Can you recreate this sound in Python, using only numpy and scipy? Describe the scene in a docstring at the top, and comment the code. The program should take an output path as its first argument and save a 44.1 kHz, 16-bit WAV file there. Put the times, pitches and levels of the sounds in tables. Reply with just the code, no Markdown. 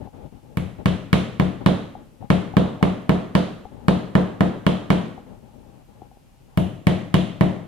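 """Steel pliers tap plastic anchors into a hollow plasterboard wall, in four short runs.
We are in a small bare room, close to the wall, on the stereo microphone of a body-worn camera.
Each blow clicks on the anchor and drums the panel; the room booms and rings after it.
Right at the microphone the camera mount rubs and ticks softly, over a faint hiss."""
import sys
import numpy as np
from scipy import signal
from scipy.fft import rfft, irfft, next_fast_len
from scipy.io import wavfile
from scipy.ndimage import map_coordinates

SR = 44100
rng = np.random.default_rng(int(sys.argv[2]) if len(sys.argv) > 2 else 0)


def waveform_to_disk(signal):
    """Save audio, clipped to [-1, 1], as 16-bit WAV at the path in sys.argv[1]."""
    frames = np.transpose(np.atleast_2d(signal))
    scaled = np.clip(frames, -1, 1) * 32767
    samples = np.round(scaled).astype(np.int16)
    wavfile.write(sys.argv[1], SR, samples)


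N = 338247
RING_TIME = np.arange(int(.9 * SR)) / SR  # seconds since a blow or tick
LEAN = np.array([[.5], [-.5]])  # splits a lean (left minus right, dB) over the two channels
SECOND_ANCHOR_S = 6  # later blows land on the second anchor

# Levels in the tables are relative. Steady hiss: (frequency [Hz], level [dB])
HISS_SPECTRUM = [(15, -31), (25, 16.5), (96, 3), (152, 6), (421, -11.5), (741, -12), (2060, -20.5),
                 (2770, -17.5), (3630, -22.5), (13500, -26.5), (15500, -38)]
# low rub of the camera mount: (frequency [Hz], level [dB])
RUB_SPECTRUM = [(15, -26), (25, -3), (123, 3), (167, -1), (240, 0.5), (339, -7.5), (600, -8), (780, -24),
                (1320, -120)]
# hollow rustle of its shell: (frequency [Hz], level [dB])
RUSTLE_SPECTRUM = [(300, -25), (500, -25.5), (740, -9), (810, -1), (880, -6.5), (980, -13.5), (1500, -24.5),
                   (4000, -34), (8000, -80)]
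# rubs of the mount: (time [s], length [s], rub level [dB], rustle level [dB])
MOUNT_RUBS = [(0.0, 0.064, -39, -49.5), (0.127, 0.14, -44, -52.5), (0.319, 0.068, -48.5, -56.5),
              (0.426, 0.27, -51, -59.5), (0.78, 0.033, -36.5, -47), (1.605, 0.013, -32, -40),
              (1.954, 0.072, -46.5, -56.5), (2.055, 0.145, -54, -70), (2.202, 0.05, -40, -50.5),
              (3.712, 0.156, -46, -53), (5.259, 0.11, -46, -55), (5.421, 0.4, -51.5, -59),
              (5.88, 0.19, -54, -59), (6.479, 0.08, -58, -59.5)]
# slips of the mount: (time [s], level [dB], low body level [dB])
MOUNT_TICKS = [(0.073, -32.5, 10), (1.952, -26.5, -9), (2.225, -28, -18), (2.538, -24.5, 6),
               (2.811, -27, -4), (3.653, -27.5, 5), (5.178, -30, 6), (6.018, -31.5, 10), (6.114, -40, 6.5),
               (6.17, -47, 11)]
# ring of its shell: (frequency [Hz], level [dB], t60 [s])
SHELL_MODES = [(762, 1.5, 0.042), (823, -15, 0.22)]

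# scattered room sound at its start: (frequency [Hz], level [dB])
TAIL_SPECTRUM = [(25, -58), (80, -44), (200, -42), (350, -47.5), (650, -47.5), (850, -53.5), (1150, -55),
                 (1500, -62), (2400, -67), (3100, -64.5), (3900, -69), (4900, -80), (10500, -87),
                 (15000, -103)]
# its decay: (frequency [Hz], t60 [s])
TAIL_DECAY = [(60, 0.47), (250, 0.81), (700, 0.61), (1500, 0.72), (3500, 0.57), (7000, 0.64), (13000, 0.41)]
# its likeness on left and right: (frequency [Hz], correlation [-1 to 1])
TAIL_LIKENESS = [(80, 0.87), (220, 0.84), (400, -0.026), (620, 0.73), (900, 0.19), (2500, 0.21),
                 (3400, 0.82), (4200, 0.34), (5200, -0.11), (9000, -0.2), (10500, 0.52), (14000, -0.72)]
# standing waves of room and wall cavity: (frequency [Hz], level [dB])
STANDING_WAVES = [(58, -58), (87, -14), (110, -27.5), (141, -14.5), (182, 2.5), (203, -33), (227, -57),
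                  (245, -43), (289, -10.5), (301, -45), (318, -25.5), (338, -12), (389, -15.5),
                  (413, -24.5), (432, -54), (479, -16), (494, -9.5), (522, -35), (563, -25), (611, -26.5),
                  (627, -13.5), (692, -13), (711, -19)]
# direct path and near surfaces to the microphone: (delay [ms], left gain [x], right gain [x])
NEAR_PATHS = [(0, 1, 0.74), (.85, -0.15, 0.54), (1.65, -0.37, 0.63)]
# echoes off far surfaces: (delay [ms], left gain [x], right gain [x])
FAR_PATHS = [(6.495, 0.74, 0.27), (11.03, 0.2, 0.76), (25.17, 0.092, 0.59)]
# balance of the tapping at the microphone: (frequency [Hz], lean [dB])
STEREO_TILT = [(70, 12.5), (250, 3.5), (600, -0.5), (2500, -0.5), (8000, -2.5), (14000, -3)]

# plasterboard panel: (frequency [Hz], level [dB], t60 [s], lean [dB])
PANEL_MODES = [(77.4, -22.5, 0.22, 4), (114, -11.5, 0.018, 9), (163.3, -0.5, 0.033, -6.5),
               (325, -34, 0.023, 19), (570, -14.5, 0.065, 5.5), (830, -28, 0.0071, 5),
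               (995, -8.5, 0.018, -4.5)]
# clack of pliers and anchor: (frequency [Hz], level [dB], t60 [s], lean [dB])
CLACK_MODES = [(1746, -11, 0.015, -8), (2200, -14, 0.014, -5.5), (2900, -23, 0.033, -6),
               (3150, -34.5, 0.025, 7), (4233, -23.5, 0.011, -6), (5530, -30, 0.0081, -5)]
# click of steel on plastic: (frequency [Hz], level [dB])
CLICK_SPECTRUM = [(200, -26), (1000, 21.5), (3500, 2), (5500, -8.5), (9000, -9), (13000, -13.5),
                  (16000, -21)]
# a blow on a firm anchor: (frequency [Hz], level [dB])
SEATED_COLOUR = [(95, -3), (200, 0.5), (850, -2), (3200, 0), (9000, 0.5)]
# a harder, shorter contact lifts the treble: (frequency [Hz], lift per hardness [dB/dB])
HARDNESS_LIFT = [(250, 0.32), (850, 0.32), (2000, 0.83), (4500, 1.05), (9000, 0.97)]
# an anchor that still slides cushions the blow into a thud: (frequency [Hz], gain [dB])
LOOSE_THUD = [(35, 2), (95, 9), (200, -1.5), (850, -4), (2000, -0.5)]
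# the first tap snaps the anchor into its hole: (frequency [Hz], gain [dB])
FIRST_SNAP = [(4000, 2.5), (9000, 8), (14000, 16)]
# the second anchor sits at another spot of the panel: (frequency [Hz], gain [dB])
SECOND_SPOT_COLOUR = [(70, -3), (170, 1), (260, -1.5), (335, 3), (450, -3.5), (620, 3), (950, 0),
                      (1400, -1), (2000, 4), (14000, 5.5)]
# blows of the pliers: (time [s], strength [dB], hardness [dB], jaw ring [Hz], room lean [dB])
PLIER_BLOWS = [(0.5717, -13, -1.5, 2250, 2), (0.858, -5.5, 4, 2380, 1), (1.1297, -4.5, 7.5, 2250, -3),
               (1.3979, -3.5, -1.5, 2150, 2), (1.6617, -1.5, 1, 3830, -7.5), (2.3028, -2, 0.5, 2170, 1.5),
               (2.5681, 1, -5, 3700, -4.5), (2.8273, -1.5, -2, 2200, -4), (3.0937, -1, -3.5, 2030, -5),
               (3.3519, -4.1, 3.5, 4600, -6.5), (3.8832, -1.3, -1, 4380, -1.5),
               (4.1528, 0.6, -5.5, 1770, -3), (4.4073, -0.8, -4.5, 1820, -1.5),
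               (4.6659, -3.5, 1.9, 3150, -1), (4.9034, -2.5, 1.5, 2250, -1.5),
               (6.5745, -3.5, -12.5, 2900, 1), (6.8695, -0.4, -5, 1990, 0), (7.142, -1.8, -2, 3130, 2),
               (7.4096, 2.5, -12.5, 2000, 1)]


def amp(db):
    """Decibels to gain."""
    return 10 ** (np.asarray(db) / 20)


def unit(x):
    """x at rms 1."""
    return x / np.sqrt(np.mean(x ** 2) + 1e-20)


def along(points, hz):
    """(Hz, value) points read on a log axis."""
    freqs, values = np.transpose(points)
    return np.interp(np.log(hz + 1), np.log(freqs + 1), values)


def filtered(x, response):
    """x times a complex response of frequency."""
    n = x.shape[-1]
    size = next_fast_len(n + SR // 10, True)
    return irfft(rfft(x, size) * response(np.fft.rfftfreq(size, 1 / SR)), size)[..., :n]


def coloured(x, points):
    """x through a causal filter with the (Hz, dB) points, so that attacks stay sharp."""
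    size = 4096
    cepstrum = irfft(np.log(amp(along(points, np.fft.rfftfreq(size, 1 / SR)))))
    folded = np.r_[cepstrum[0], 2 * cepstrum[1:size // 2]]
    kernel = irfft(np.exp(rfft(folded, size)))[:size // 2]
    return signal.fftconvolve(np.atleast_2d(x), kernel[None], axes=1)[:, :x.shape[-1]]


def white(shape):
    """Noise of 0 dB per Hz."""
    return rng.standard_normal(shape) * np.sqrt(SR / 2)


def add(track, time_s, sound):
    """Mix a sound into the track."""
    start = max(round(time_s * SR), 0)
    track[:, start:start + sound.shape[-1]] += sound[..., :N - start]


def stereo_noise(spectrum, width, lean_db):
    """Coloured noise of rms 1, leaning to the left."""
    mid, side = coloured(white((2, N)), spectrum)
    return unit(np.array([mid + width * side, mid - width * side]) * amp(lean_db * LEAN))


def hiss(level_db=-54):
    """A faint, steady floor behind everything."""
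    return amp(level_db) * stereo_noise(HISS_SPECTRUM, width=0.83, lean_db=1)


def mount_rubs(uneven_db=2, grip_hz=30, attack_s=0.0044, release_s=0.019):
    """At the microphone the mount rubs unevenly as the body moves; its shell sings with the friction."""
    t = np.arange(N) / SR
    rub, rustle = amp(-61), amp(-68.5)  # the mount at rest
    for start, length, rub_db, rustle_db in MOUNT_RUBS:
        rise = 1 - np.exp(-np.maximum(t - start, 0) / attack_s)
        fall = np.exp(-np.maximum(t - start - length, 0) / release_s)
        rub = np.maximum(rub, amp(rub_db) * rise * fall)
        rustle = np.maximum(rustle, amp(rustle_db) * rise * fall)
    grip_db = uneven_db * map_coordinates(rng.standard_normal(1000), [t * grip_hz], mode="wrap")
    low = rub * amp(3.5 + grip_db) * stereo_noise(RUB_SPECTRUM, width=1, lean_db=14)
    hollow = rustle * amp(0.5) * stereo_noise(RUSTLE_SPECTRUM, width=0.9, lean_db=5)
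    return low + hollow


def mount_ticks(gain_db=-4, body_db=-3, body_t60=0.027, attack_s=0.001, lean_db=12):
    """The mount slips a little and its hollow shell rings briefly, close on the left."""
    out = np.zeros((2, N))
    onset = 1 - np.exp(-RING_TIME / attack_s)
    shell = sum(amp(db - 60 * RING_TIME / t60) * np.sin(2 * np.pi * hz * RING_TIME)
                for hz, db, t60 in SHELL_MODES)
    for time_s, db, low_db in MOUNT_TICKS:
        body = unit(coloured(white(len(RING_TIME)), RUB_SPECTRUM))
        body *= amp(body_db + low_db - 60 * RING_TIME / body_t60)
        add(out, time_s, amp(db + gain_db) * (shell + body) * onset)
    return out * amp(lean_db * LEAN)


def room_tail(attack_s=0.00057):
    """The bare room scatters sound around the microphone; each frequency dies at its own speed."""
    hz, t, spectra = signal.stft(white((2, len(RING_TIME))), SR, nperseg=512)
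    decay = amp(-60 * t / along(TAIL_DECAY, hz)[:, None])
    spread = np.arccos(np.clip(along(TAIL_LIKENESS, hz), -1, 1))[:, None] / 2
    spectra = spectra * decay * np.array([np.cos(spread), np.sin(spread)])
    mid, side = signal.istft(spectra, SR, nperseg=512)[1][:, :len(RING_TIME)]
    onset = 1 - np.exp(-RING_TIME / attack_s)
    return coloured(np.array([mid + side, mid - side]) * onset, TAIL_SPECTRUM)


def room_boom(gain_db=-15, peak_s=0.038, steepness=2.31, wide_hz=550):
    """Standing waves swell as the wall feeds them, then die; short ones differ more left to right."""
    age = RING_TIME / peak_s
    swell = (age * np.exp(1 - age)) ** steepness
    waves = 0
    for k, (hz, db) in enumerate(STANDING_WAVES):
        phase = rng.choice([-1, 1]) * min(hz / wide_hz, 1) ** 2 * np.array([[1], [-1]])
        waves += (-1) ** k * amp(db) * np.cos(2 * np.pi * hz * RING_TIME + phase)
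    return amp(gain_db) * swell * waves


def paths(rows, hz):
    """Left and right response of delayed arrivals at the microphone."""
    return sum(np.array([[left], [right]]) * np.exp(-2j * np.pi * hz * ms / 1000)
               for ms, left, right in rows)


def echoes(hz, dull_hz=1500):
    """Response of the far surfaces, which send the blow back late and dull."""
    return paths(FAR_PATHS, hz) / (1 + 1j * hz / dull_hz)


def ringing(modes, contact_s=0.0002):
    """Left and right sound of damped modes after one kick."""
    kick = (1 - np.exp(-RING_TIME / contact_s)) ** 2
    return kick * sum(amp(db + lean * LEAN - 60 * RING_TIME / t60) * np.cos(2 * np.pi * hz * RING_TIME)
                      for hz, db, t60, lean in modes)


def jaw_ring(x, ring_hz, gain_db, q=5):
    """The loosely hinged jaws ring at a pitch that depends on where they land."""
    def resonance(hz):
        return 1j * hz * ring_hz / (q * (ring_hz ** 2 - hz ** 2) + 1j * hz * ring_hz)
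    return filtered(x, lambda hz: 1 + (amp(gain_db) - 1) * resonance(hz))


def anchor_colour(hardness_db, earlier_blows, on_second, seating_blows=3.07):
    """(Hz, dB) colour of a blow: each one drives the anchor firmer, so the thud fades."""
    hz = np.geomspace(50, 16000, 100)
    play = np.exp(-earlier_blows / seating_blows)
    db = along(SEATED_COLOUR, hz) + hardness_db * along(HARDNESS_LIFT, hz)
    db += play * along(LOOSE_THUD, hz)
    db += (earlier_blows == 0) * along(FIRST_SNAP, hz)
    db += on_second * along(SECOND_SPOT_COLOUR, hz)
    return np.column_stack([hz, db])


def strike(rasp_db=-24, skid_t60=0.02, left_delay_ms=0.253):
    """Close up, steel clicks on plastic, the jaws skid with a brief rasp and the panel drums."""
    skid = amp(rasp_db - 60 * RING_TIME / skid_t60) * rng.standard_normal((2, len(RING_TIME)))
    click = coloured((RING_TIME == 0) + skid, CLICK_SPECTRUM)
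    from_right = [(0, 0, 1), (left_delay_ms, 1, 0)]
    click = filtered(click, lambda hz: paths(from_right, hz) + echoes(hz))
    panel = filtered(ringing(PANEL_MODES), lambda hz: paths(NEAR_PATHS, hz) + echoes(hz))
    return ringing(CLACK_MODES) + panel + click


def tapping(renew_hz=260, jaw_db=3, jaw_damping=0.17):
    """The pliers tap. Long waves meet the same room each time; short ones scatter anew as they shift."""
    out = np.zeros((2, N))
    room = room_boom() + filtered(room_tail(), lambda hz: renew_hz / np.hypot(hz, renew_hz))
    blows_on_anchor = [0, 0]
    for time_s, strength_db, hardness_db, ring_hz, lean_db in PLIER_BLOWS:
        on_second = int(time_s > SECOND_ANCHOR_S)
        colour = anchor_colour(hardness_db, blows_on_anchor[on_second], on_second)
        blows_on_anchor[on_second] += 1
        blow = strike() + room * amp(lean_db * LEAN)
        fresh_tail = filtered(room_tail(), lambda hz: hz / np.hypot(hz, renew_hz))
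        blow = amp(strength_db) * coloured(blow + fresh_tail, colour)
        ring_db = jaw_db - jaw_damping * (strength_db + hardness_db)  # strong, hard blows ring less
        add(out, time_s, jaw_ring(blow, ring_hz, ring_db))
    return filtered(out, lambda hz: amp(along(STEREO_TILT, hz) * LEAN))


def scene():
    """Tapping close ahead, the mount right at the microphone, hiss behind."""
    return tapping() + mount_ticks() + mount_rubs() + hiss()


def record(dry, top_hz=16200):
    """The camera rounds off the highest peaks and keeps nothing above its band limit."""
    rounded = dry / (1 + np.abs(dry) ** 6) ** (1 / 6)
    return filtered(rounded, lambda hz: 1 / (1 + (hz / top_hz) ** 80))


dry = scene()
out = record(dry)
waveform_to_disk(out)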